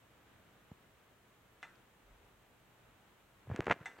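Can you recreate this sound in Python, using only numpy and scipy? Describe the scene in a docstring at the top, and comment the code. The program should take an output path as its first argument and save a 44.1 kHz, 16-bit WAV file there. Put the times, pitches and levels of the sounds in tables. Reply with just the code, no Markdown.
"""Hard drive clicking in a small room

A hard drive clicks twice over the steady fan hiss of a computer, heard from a hand-held camera.
Each click is a faint release, the head arm striking its stop, and a tiny tick as it settles.
Right at the microphone, the camera is nudged, then swung away: fingers bump and rub it
and its plastic case creaks."""
import sys
import numpy as np
from scipy import signal
from scipy.fft import rfft, irfft, next_fast_len
from scipy.io import wavfile

SR = 44100
rng = np.random.default_rng(int(sys.argv[2]) if len(sys.argv) > 2 else 0)


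def dump(signal):
    """Clip the signal to [-1, 1] and save it as 16-bit WAV at the path in sys.argv[1]."""
    limited = np.clip(np.atleast_2d(signal).T, -1, 1)
    pcm = np.round(limited * 32767).astype(np.int16)
    wavfile.write(sys.argv[1], SR, pcm)


N = 176400
SNAP_LEAD_S = .01  # build-up of a snap before it lets go


def amp(db):
    """Decibels to gain."""
    return 10 ** (np.asarray(db) / 20)


def unit_rms(x):
    """Scales to rms 1."""
    return x / np.sqrt(np.mean(x ** 2) + 1e-20)


def unit_energy(x):
    """Scales to energy 1."""
    return x / np.linalg.norm(x, axis=-1, keepdims=True)


def read(points, hz):
    """Reads a table on a log-frequency axis."""
    f, value = np.transpose(points)
    return np.interp(np.log(hz + 1), np.log(f + 1), value)


def level(points):
    """Gain over time from a dB curve, silent before it starts."""
    return amp(np.interp(np.arange(N) / SR, *np.transpose(points), left=-200))


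def add(mix, s, sound):
    """Adds a sound to the mix at s seconds."""
    part = mix[max(round(s * SR), 0):][:len(sound)]
    part += sound[:len(part)]


def sine(hz, t):
    """A sine of random phase."""
    return np.sin(2 * np.pi * (hz * t + rng.random()))


def burst(t, t60):
    """Noise that falls 60 dB in t60 seconds."""
    return rng.standard_normal(len(t)) * amp(-60 * t / t60)


def colour(x, points):
    """Causal filter with the given spectrum."""
    size = next_fast_len(len(x) + 4096)
    log_gain = np.log(amp(read(points, abs(np.fft.fftfreq(size, 1 / SR)))))
    minimum_phase = np.exp(np.conj(signal.hilbert(log_gain)))
    return np.fft.ifft(np.fft.fft(x, size) * minimum_phase).real[:len(x)]


def low_cut(x, hz):
    """Rolls off the bass below hz."""
    return signal.sosfilt(signal.butter(2, hz, "high", fs=SR, output="sos"), x)


def room(x):
    """What comes back to the microphone: quick desk reflections and a weaker tail from the walls."""
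    # decay of the small room (frequency [Hz], t60 [s])
    decay = [(300, 0.24), (1500, 0.47), (4000, 0.38), (10000, 0.39)]
    t = np.arange(SR // 2) / SR
    desk = burst(t, t60=.1)
    hz, frame_s, bands = signal.stft(rng.standard_normal(len(t)), SR, nperseg=256)
    walls = signal.istft(bands * amp(-60 * frame_s / read(decay, hz)[:, None]), SR)[1][:len(t)]
    tail = unit_energy(desk) + amp(-4) * unit_energy(walls)
    return signal.fftconvolve(x, unit_energy(tail * (t > .003)))[:N]


def microphone_fizz():
    """Each microphone channel has its own faint self-noise."""
    # colour of the self-noise (frequency [Hz], gain [dB])
    spectrum = [(20, -8), (100, -3), (4000, -2), (5200, -2.5), (7000, 0), (9300, 0), (10000, -9),
                (10900, 0), (14400, 0), (15000, -7), (15600, 0)]
    fizz = [unit_rms(colour(noise, spectrum)) for noise in rng.standard_normal((2, N))]
    return amp(-75.6) * np.array(fizz)


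def computer():
    """The room tone: slightly wavering fan hiss, wider in the treble, and a faint mains hum."""
    # colour of the fan hiss (frequency [Hz], gain [dB])
    spectrum = [(15, -16), (30, -5.5), (60, -1), (120, 0.5), (155, -4), (190, -1.5), (230, -4.5), (400, -5),
                (800, -8), (1500, -9.5), (2200, -13.5), (3000, -16), (4000, -22), (5000, -32.5),
                (7000, -29), (16000, -59)]
    # share of the hiss that differs between left and right (frequency [Hz], gain [dB])
    width = [(30, -27), (120, -11), (500, -7), (1500, -4.5), (4000, -1)]
    # mains hum (frequency [Hz], rms level [dB])
    mains = [(120, -82)]
    t = np.arange(N) / SR
    waver_db = -.75 * unit_rms(sum(sine(hz, t) / np.sqrt(hz) for hz in np.geomspace(.5, 20, 20)))
    mid, side = (unit_rms(colour(noise, spectrum)) for noise in rng.standard_normal((2, N)))
    air = mid + np.array([[1], [-1]]) * colour(side, width)
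    hum = sum(amp(db) * np.sqrt(2) * sine(hz, t) for hz, db in mains)
    return amp(-67.5 + waver_db) * air + hum


def snap(relax_ms, bright_hz):
    """Stress in the camera case builds, lets go at once and relaxes."""
    # what the case passes to the microphone (frequency [Hz], gain [dB])
    case_path = [(300, 3.5), (1000, 1), (2100, 6), (3400, 1), (4900, -2.5), (6500, 9), (9000, 6.5),
                 (14000, 9)]
    half = round(SNAP_LEAD_S * SR)
    ms = np.arange(-half, half + 1) * 1000 / SR
    stress = -np.sign(ms) * np.exp(-abs(ms) / relax_ms)
    hz = np.fft.rfftfreq(len(ms), 1 / SR)
    response = amp(read(case_path, hz)) / (1 + (hz / bright_hz) ** 3.36)
    pulse = irfft(rfft(stress) * response, len(ms))
    return pulse / pulse.max()


def finger_bumps():
    """Fingers land on the camera: each gives a soft thump and a fingertip tap."""
    # bumps (time [s], thump level [dB], pitch [Hz], ring [ms], tap level [dB], tap brightness [Hz])
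    bumps = [(.473, -56.5, 129, 3.5, -70, 600), (0.7163, -39, 132, 1.46, -50.5, 1180),
             (3.472, -44.5, 119, 13, -48, 900), (3.5003, -31, 120, 1.7, -39.5, 900),
             (3.514, -30.5, 111, 5, -34.5, 1400), (3.5448, -36, 230, 1.4, -46, 1600),
             (3.5913, -26, 345, 1.54, -44, 700), (3.5961, -27, 122, 1.5, -40, 700),
             (3.703, -32, 115, 4.3, -36, 1100), (3.763, -51, 294, 0.93, -56, 1000),
             (3.809, -45, 133, 2.6, -61, 1800), (3.9905, -62, 192, 2.3, -53.5, 1500)]
    t, out = np.arange(SR // 10) / SR, np.zeros(N)
    for s, db, hz, ring_ms, tap_db, tap_hz in bumps:
        age = t * 1000 / ring_ms
        thump = age * np.exp(-age) * np.sin(2 * np.pi * hz * t + 1)
        add(out, s, amp(db) * thump / abs(thump).max())
        add(out, s - SNAP_LEAD_S + .00084, amp(tap_db) * snap(relax_ms=.34, bright_hz=tap_hz))
    return out


def hard_drive():
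    """Out in the room, the arm releases, strikes its stop, rebounds and settles; the casing rings."""
    # arm strikes (time [s], crack level [dB], rebound drop [dB], ring level [dB], tilt [dB/octave])
    strikes = [(1.6293, -22.5, 9, -19.5, -.8), (3.858, -21, 4, -13.5, .7)]
    # modes of the drive casing (frequency [Hz], level [dB], t60 [s])
    casing = [(712, -16, .13), (785, -11, .1), (890, -8, .11), (1325, -13, .11), (1490, -14, .11),
              (1682, -12, .12), (1778, -14, .14), (1940, -11, .09), (2015, -9, .22), (2036, 0, .08),
              (2672, -18, .08), (3555, -17, .14), (6500, -32, .1), (8200, -25, .04)]
    # colour of the arm's crack on its stop (frequency [Hz], gain [dB])
    crack_colour = [(200, -28), (580, -11), (750, 2), (930, 3), (1060, -7), (1350, 2), (2030, 0),
                    (2200, -7), (2600, -6), (3050, -13), (3600, -11), (4600, -23), (6200, -18), (6800, -23),
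                    (8200, -19), (8900, -32), (12000, -44), (16000, -55)]
    # resonance of the small ticks (frequency [multiple of their pitch], gain [dB])
    tick_skirt = [(.6, -20), (.85, -9), (1, 0), (1.15, -11), (1.6, -20), (3, -45)]
    rebound_s, pivot_hz = .0045, 1800
    release, settle = (-.0075, -46, 3580), (.126, -50, 4550)  # (lag [s], level [dB], pitch [Hz])
    t, cracks, rings = np.arange(SR // 3) / SR, np.zeros(N), np.zeros(N)
    ring = unit_energy(sum(amp(db - 60 * t / t60) * sine(hz, t) for hz, db, t60 in casing))
    ring *= 1 - np.exp(-t / .0011)
    for s, db, drop_db, ring_db, tilt in strikes:
        tone = [(hz, gain + tilt * np.log2(hz / pivot_hz)) for hz, gain in crack_colour]
        for lag, blow_db in (0, db), (rebound_s, db - drop_db):
            chatter = amp(-4) * unit_energy(burst(t, t60=.011))
            crack = colour((t == 0) + chatter, tone)
            add(cracks, s + lag, amp(blow_db) * unit_energy(crack))
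        add(rings, s, amp(ring_db) * ring)
        for lag, tick_db, hz in release, settle:
            tick = colour(burst(t, t60=.018), [(hz * ratio, gain) for ratio, gain in tick_skirt])
            add(rings, s + lag, amp(tick_db) * unit_energy(tick))
    return cracks + rings + room(cracks)


def grip_rumble():
    """The grip shifts on the camera and a narrow band of deep rumble reaches the microphone."""
    # swell of the rumble (time [s], level [dB])
    swell = [(2.0, -92), (2.07, -65), (2.13, -65), (2.2, -65), (2.35, -78.5), (2.5, -77), (2.8, -88)]
    centre_hz, half_width_hz = 43, 5
    hz = np.fft.rfftfreq(N, 1 / SR)
    resonance = 1 / (1 + ((hz - centre_hz) / half_width_hz) ** 2)
    rumble = irfft(rfft(rng.standard_normal(N)) * resonance, N)
    return level(swell) * unit_rms(rumble)


def finger_rub():
    """Skin drags over the camera case in a dense run of tiny, uneven grains."""
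    # course of the rubbing (time [s], level [dB])
    swell = [(3.45, -90), (3.475, -70), (3.5, -61.5), (3.53, -53.5), (3.555, -52.5), (3.585, -55),
             (3.615, -55), (3.65, -57.5), (3.69, -47.5), (3.725, -48), (3.755, -59), (3.795, -67),
             (3.806, -63), (3.812, -55.5), (3.835, -62.5), (3.96, -66), (4.0, -56.5)]
    # colour of the grains (frequency [Hz], gain [dB])
    spectrum = [(30, -20), (120, -2), (500, 0), (900, -4), (1700, -3), (2800, -14), (4500, -29),
                (8000, -35), (16000, -60)]
    grains_per_s = 1800
    grains = (rng.random(N) < grains_per_s / SR) * rng.choice([-1, 1], N)
    grain_db = 3.5 * np.minimum(rng.exponential(1, N), 4)
    return level(swell) * unit_rms(colour(grains * amp(grain_db), spectrum))


def case_creak():
    """The plastic case sticks and slips right at the microphone, one snap per slip."""
    # slips of the plastic (time [s], level [dB], relaxation [ms], brightness [Hz])
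    slips = [(3.5622, -32.5, 0.16, 6540), (3.6066, -25.5, 0.28, 4400), (3.6446, -46, 0.073, 5000),
             (3.6577, -45, 0.043, 4000), (3.6672, -34.5, .14, 4000), (3.6698, -22.5, 0.38, 2630),
             (3.6779, -34, 0.53, 1200), (3.6806, -28.5, 0.32, 1200), (3.6828, -25.5, 0.55, 1930),
             (3.6971, -33, 0.17, 2300), (3.6993, -22.5, .12, 2600), (3.704, -29, 1, 1200),
             (3.7082, -26, 0.32, 2200), (3.7094, -19, 0.31, 2020), (3.7105, -19, 0.48, 2170),
             (3.7125, -13, 0.12, 2250), (3.714, -23, 0.19, 2350), (3.7154, -20.5, 0.067, 2530),
             (3.7211, -18.5, .22, 2700), (3.7253, -20, 0.13, 2600), (3.7306, -39, 0.073, 4540)]
    out = np.zeros(N)
    for s, db, relax_ms, bright_hz in slips:
        add(out, s - SNAP_LEAD_S, amp(db) * snap(relax_ms, bright_hz))
    return out


def scene():
    """The roomy drive and the close, almost dry handling sit in the centre of a stereo hiss."""
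    fizz = microphone_fizz()
    drive = hard_drive()
    handling = low_cut(finger_bumps() + finger_rub() + case_creak(), hz=56)
    return fizz + drive + handling + grip_rumble() + amp(-25) * room(handling) + computer()


def record(dry):
    """The recorder cuts the deepest bass and the highest treble."""
    treble_cut = signal.firwin(511, 15950, window=("kaiser", 9), fs=SR)
    return signal.oaconvolve(low_cut(dry, hz=28), treble_cut[None], "same")


dry = scene()
out = record(dry)
dump(out)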